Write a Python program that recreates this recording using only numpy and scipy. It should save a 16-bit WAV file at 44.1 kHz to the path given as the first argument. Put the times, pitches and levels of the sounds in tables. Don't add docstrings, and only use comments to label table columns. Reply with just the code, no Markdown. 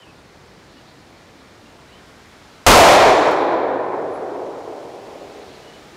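import sys
import numpy as np
from scipy import signal
from scipy.io import wavfile

SR = 44100
rng = np.random.default_rng(int(sys.argv[2]) if len(sys.argv) > 2 else 0)


def invert_db(x):
    u = np.asarray(x, float) / 20
    return 10 ** u


def wrap_up_sound(samples):
    columns = np.atleast_2d(samples).T
    tamed = np.clip(columns, -1, 1)
    steps = np.round(tamed * 32767).astype(np.int16)
    wavfile.write(sys.argv[1], SR, steps)


N = 262836

# start in seconds, length in seconds, first pitch in Hz, last pitch in Hz,
# rms level in dB.
BIRD_CHIRPS = [(0.0, 0.045, 3100, 2690, -52), (0.063, .05, 2500, 2510, -57), (.76, 0.03, 2700, 2880, -58.5),
               (1.61, 0.056, 2700, 2660, -59), (1.862, 0.056, 3920, 3700, -62.5),
               (1.904, 0.072, 2670, 3100, -55.5), (2.513, 0.072, 3950, 3950, -63),
               (5.628, .025, 2980, 2760, -58), (5.668, 0.037, 2840, 2860, -53),
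               (5.731, 0.036, 2890, 2900, -55)]
# frequency in Hz, relative density in dB per Hz.
LEAF_SPECTRUM = [(25, -13.5), (60, -1), (150, -1), (300, -1.5), (600, -6), (1200, -9), (2200, -13),
                 (3200, -19), (4300, -18.5), (6500, -24), (9000, -30.5), (12000, -37), (16000, -40.5)]
# time in seconds, treble swell in dB.
BREEZE_SWELL = [(0, -0.2), (1.3, 0.9), (2.6, 3), (4, 9.5), (5.96, 4.5)]
# peak time in seconds, rise in dB.
CHORUS_SWELLS = [(.8, 7), (5.5, 7)]
# frequency in Hz, level change in dB.
GROUND_CANCELLATION = [(250, -2), (480, -10.5), (800, -9), (1050, -2)]
# frequency in Hz, band level in dB.
NEAR_TRUNKS = [(40, 0), (130, 3.5), (200, 2), (260, 10.5), (352, 6.5), (576, 16.5), (837, 18), (1205, 11),
               (1544, 5), (2140, 6.5), (3000, 2), (6160, 3), (10000, -8), (15000, -17)]
# frequency in Hz, band level in dB.
FAR_SLOPES = [(40, -46), (130, -24.5), (210, -24.5), (290, -8), (352, 0.5), (576, 2.5), (837, 5.5),
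              (1205, -3), (1544, -1.5), (2300, -3), (2800, -9.5), (4200, 2), (6160, -20), (15000, -39)]
# time in seconds, tick level in dB, ring level in dB.
CASE_BOUNCES = [(3.316, -20, -58), (3.362, -38, -57), (3.41, -36, -54), (3.422, -58, -51), (3.45, -58, -52),
                (4.113, -53, -52), (4.139, -45, -43), (4.18, -62, -52)]
# frequency in Hz, level relative to the ring in dB,
# time to fall 60 dB in seconds.
BRASS_MODES = [(10200, -5, 0.23), (10125, -17, .3), (12700, -19, .015)]

ARCH_HZ = 121
CHIRP_ECHO_DB, CHIRP_ECHO_T60_S = -2, 0.4
LEAVES_DB, RUSTLE_FROM_HZ, RUSTLE_FULL_HZ = -46.5, 360, 3520
INSECT_DB, INSECT_LOW_HZ, INSECT_HIGH_HZ, INSECT_SWELL_S = -65, 3400, 4600, 0.2
SHOT_S, BLAST_DB, PUSH_MS = 2.6644, 32.5, 0.36
NEAR_FADE_DB_PER_S, NEAR_TREBLE_DB_PER_S_PER_KHZ = 50, 1.5
BASS_LEAK_DB_PER_S, TRUNK_HZ = 114, 253
FAR_FADE_DB_PER_S, FAR_TREBLE_DB_PER_S_PER_KHZ = 14, 7
TREELINE_S, FAR_RISE_S, GROUND_RELEASE_S = 0.08, 0.035, 0.015
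GRAIN_DB, SHARED_ROLL_DB, BAND_ROLL_DB = 0.7, 0.077, 0.69
TICK_HZ, TICK_T60_S = 12400, 0.003
CHATTER_S, CHATTER_LOSS_DB = 0.005, 10
KNEE_DB, SQUEEZE_DB_PER_DB, MOST_CUT_DB, GAIN_SMOOTHING_S = -36, 0.36, 12, 0.12
CLIP_LEVEL, CLIP_HARDNESS = 0.5, 30
COUPLING_HZ, CUTOFF_HZ = 14, 16200


def rms_one(x):
    return x / np.sqrt(np.mean(x ** 2) + 1e-20)


def level_at(hz, points):
    table_hz, db = np.transpose(points)
    return np.interp(np.log(hz), np.log(table_hz), db)


def drift(rate_hz):
    r = np.exp(-2 * np.pi * rate_hz * 40 / SR)
    noise = rng.standard_normal(N // 40 + 2002)
    slow = signal.lfilter([1], [1, -2 * r, r * r], noise)[2000:]
    return np.interp(np.arange(N) / 40, np.arange(len(slow)), rms_one(slow))


def bands(noises):
    edges = 22 * 2 ** np.arange(0, 9.7, 0.4)
    corner_hz = 4000
    slope = signal.butter(1, corner_hz, fs=SR, output="sos")
    for k, (low, high) in enumerate(zip(edges, edges[1:])):
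        slicer = signal.butter(3, [low, high], "band", fs=SR, output="sos")
        hz = np.sqrt(low * high)
        makeup = np.hypot(1, np.tan(np.pi * hz / SR) / np.tan(np.pi * corner_hz / SR))
        yield hz, signal.sosfilt(np.vstack([slicer, slope]), noises[k % 2]) * makeup


def birds():
    whistles = np.zeros(N)
    for start_s, length_s, first_hz, last_hz, db in BIRD_CHIRPS:
        n, i = int(length_s * SR), int(start_s * SR)
        along = np.linspace(0, 1, n)
        hz = first_hz + (last_hz - first_hz) * along + ARCH_HZ * np.sin(np.pi * along)
        tone = np.sqrt(2) * np.sin(2 * np.pi * np.cumsum(hz) / SR)
        whistles[i:i + n] += invert_db(db) * np.hanning(n) ** 0.12 * tone
    echo_s = np.arange(SR // 2) / SR
    trees = rng.standard_normal(SR // 2) * invert_db(-60 * echo_s / CHIRP_ECHO_T60_S)
    trees = trees / np.sqrt(np.sum(trees ** 2))
    echo = signal.fftconvolve(whistles, trees)[:N] * invert_db(CHIRP_ECHO_DB)
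    flutter = invert_db(1.5 * drift(50))
    return whistles * flutter + echo


def leaves():
    swell_s, swell_points_db = np.transpose(BREEZE_SWELL)
    swell_db = np.interp(np.arange(N) / SR, swell_s, swell_points_db)
    hiss, still_power = 0, 0
    for hz, band in bands(rng.standard_normal((2, N))):
        breeze_share = np.interp(np.log(hz), np.log([RUSTLE_FROM_HZ, RUSTLE_FULL_HZ]), [0, 1])
        band = band * invert_db(level_at(hz, LEAF_SPECTRUM) + 0.5 * drift(1.1))
        still_power += np.mean(band ** 2)
        hiss = hiss + band * invert_db(breeze_share * swell_db)
    return hiss / np.sqrt(still_power) * invert_db(LEAVES_DB)


def insects():
    band = signal.butter(2, [INSECT_LOW_HZ, INSECT_HIGH_HZ], "band", fs=SR, output="sos")
    t = np.arange(N) / SR
    swells_db = sum(db * np.exp(-((t - s) / INSECT_SWELL_S) ** 2) for s, db in CHORUS_SWELLS)
    chorus = rms_one(signal.sosfilt(band, rng.standard_normal(N)))
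    return chorus * invert_db(INSECT_DB + swells_db + 1.9 * drift(15))


def blast():
    t = np.maximum(np.arange(N) / SR - SHOT_S, 0) * 1000 / PUSH_MS
    return invert_db(BLAST_DB) * (t > 0) * (1 - t) * np.exp(-t)


def wood_echo():
    t = np.arange(N) / SR - SHOT_S
    after = np.maximum(t, 0)
    grains = rng.standard_normal((2, N)) * invert_db(GRAIN_DB * drift(40))
    shared_roll = drift(18)
    ground = np.clip(1 - (t - TREELINE_S) / GROUND_RELEASE_S, 0, 1)
    far_rise = 1 - np.exp(-np.maximum(t - TREELINE_S, 0) / FAR_RISE_S)
    echo = 0
    for hz, band in bands(grains):
        khz = hz / 1000
        bass_leak = BASS_LEAK_DB_PER_S / (1 + (hz / TRUNK_HZ) ** 4)
        near_fade = NEAR_FADE_DB_PER_S + NEAR_TREBLE_DB_PER_S_PER_KHZ * khz + bass_leak
        near = invert_db(level_at(hz, NEAR_TRUNKS) - near_fade * after + level_at(hz, GROUND_CANCELLATION) * ground)
        far_fade = FAR_FADE_DB_PER_S + FAR_TREBLE_DB_PER_S_PER_KHZ * khz
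        far = invert_db(level_at(hz, FAR_SLOPES) - far_fade * after) * far_rise
        roll = invert_db(SHARED_ROLL_DB * shared_roll + BAND_ROLL_DB * drift(5.4))
        echo = echo + rms_one(band) * np.hypot(near, far) * roll
    return echo * (t > 0)


def ring(clicks, hz, t60_s):
    r, w = invert_db(-60 / (t60_s * SR)), 2 * np.pi * hz / SR
    return signal.lfilter([0, np.sin(w)], [1, -2 * r * np.cos(w), r * r], clicks + 1e-18)


def spent_case():
    bounce_s, tick_db, ring_db = np.transpose(CASE_BOUNCES)
    ticks, knocks = np.zeros((2, N))
    for k in range(3):
        at = ((bounce_s + k * CHATTER_S) * SR).astype(int)
        ticks[at] = invert_db(tick_db - k * CHATTER_LOSS_DB)
    knocks[(bounce_s * SR).astype(int)] = invert_db(ring_db)
    brass = sum(invert_db(db) * ring(knocks, hz, t60_s) for hz, db, t60_s in BRASS_MODES)
    return ring(ticks, TICK_HZ, TICK_T60_S) + brass


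def scene():
    return (birds() + leaves() + insects() + blast() + wood_echo() + spent_case())[None]


def band_limit(x):
    return signal.sosfilt(signal.butter(12, 16800, fs=SR, output="sos"), x)


def record(dry):
    r = np.exp(-1 / (GAIN_SMOOTHING_S * SR))
    power = signal.lfilter([1 - r], [1, -r], np.minimum(dry ** 2, 1))
    over_db = 10 * np.log10(power + 1e-12) - KNEE_DB
    cut_db = np.clip(SQUEEZE_DB_PER_DB * over_db, 0, MOST_CUT_DB)
    drive = dry * invert_db(-cut_db) / CLIP_LEVEL
    clipped = CLIP_LEVEL * drive / (1 + np.abs(drive) ** CLIP_HARDNESS) ** (1 / CLIP_HARDNESS)
    coupled = signal.lfilter(*signal.butter(1, COUPLING_HZ, "high", fs=SR), clipped)
    low_pass = signal.cheby2(16, 60, CUTOFF_HZ, fs=SR, output="sos")
    mix = signal.sosfilt(low_pass, coupled)
    return band_limit(mix)


dry = scene()
out = record(dry)
wrap_up_sound(out)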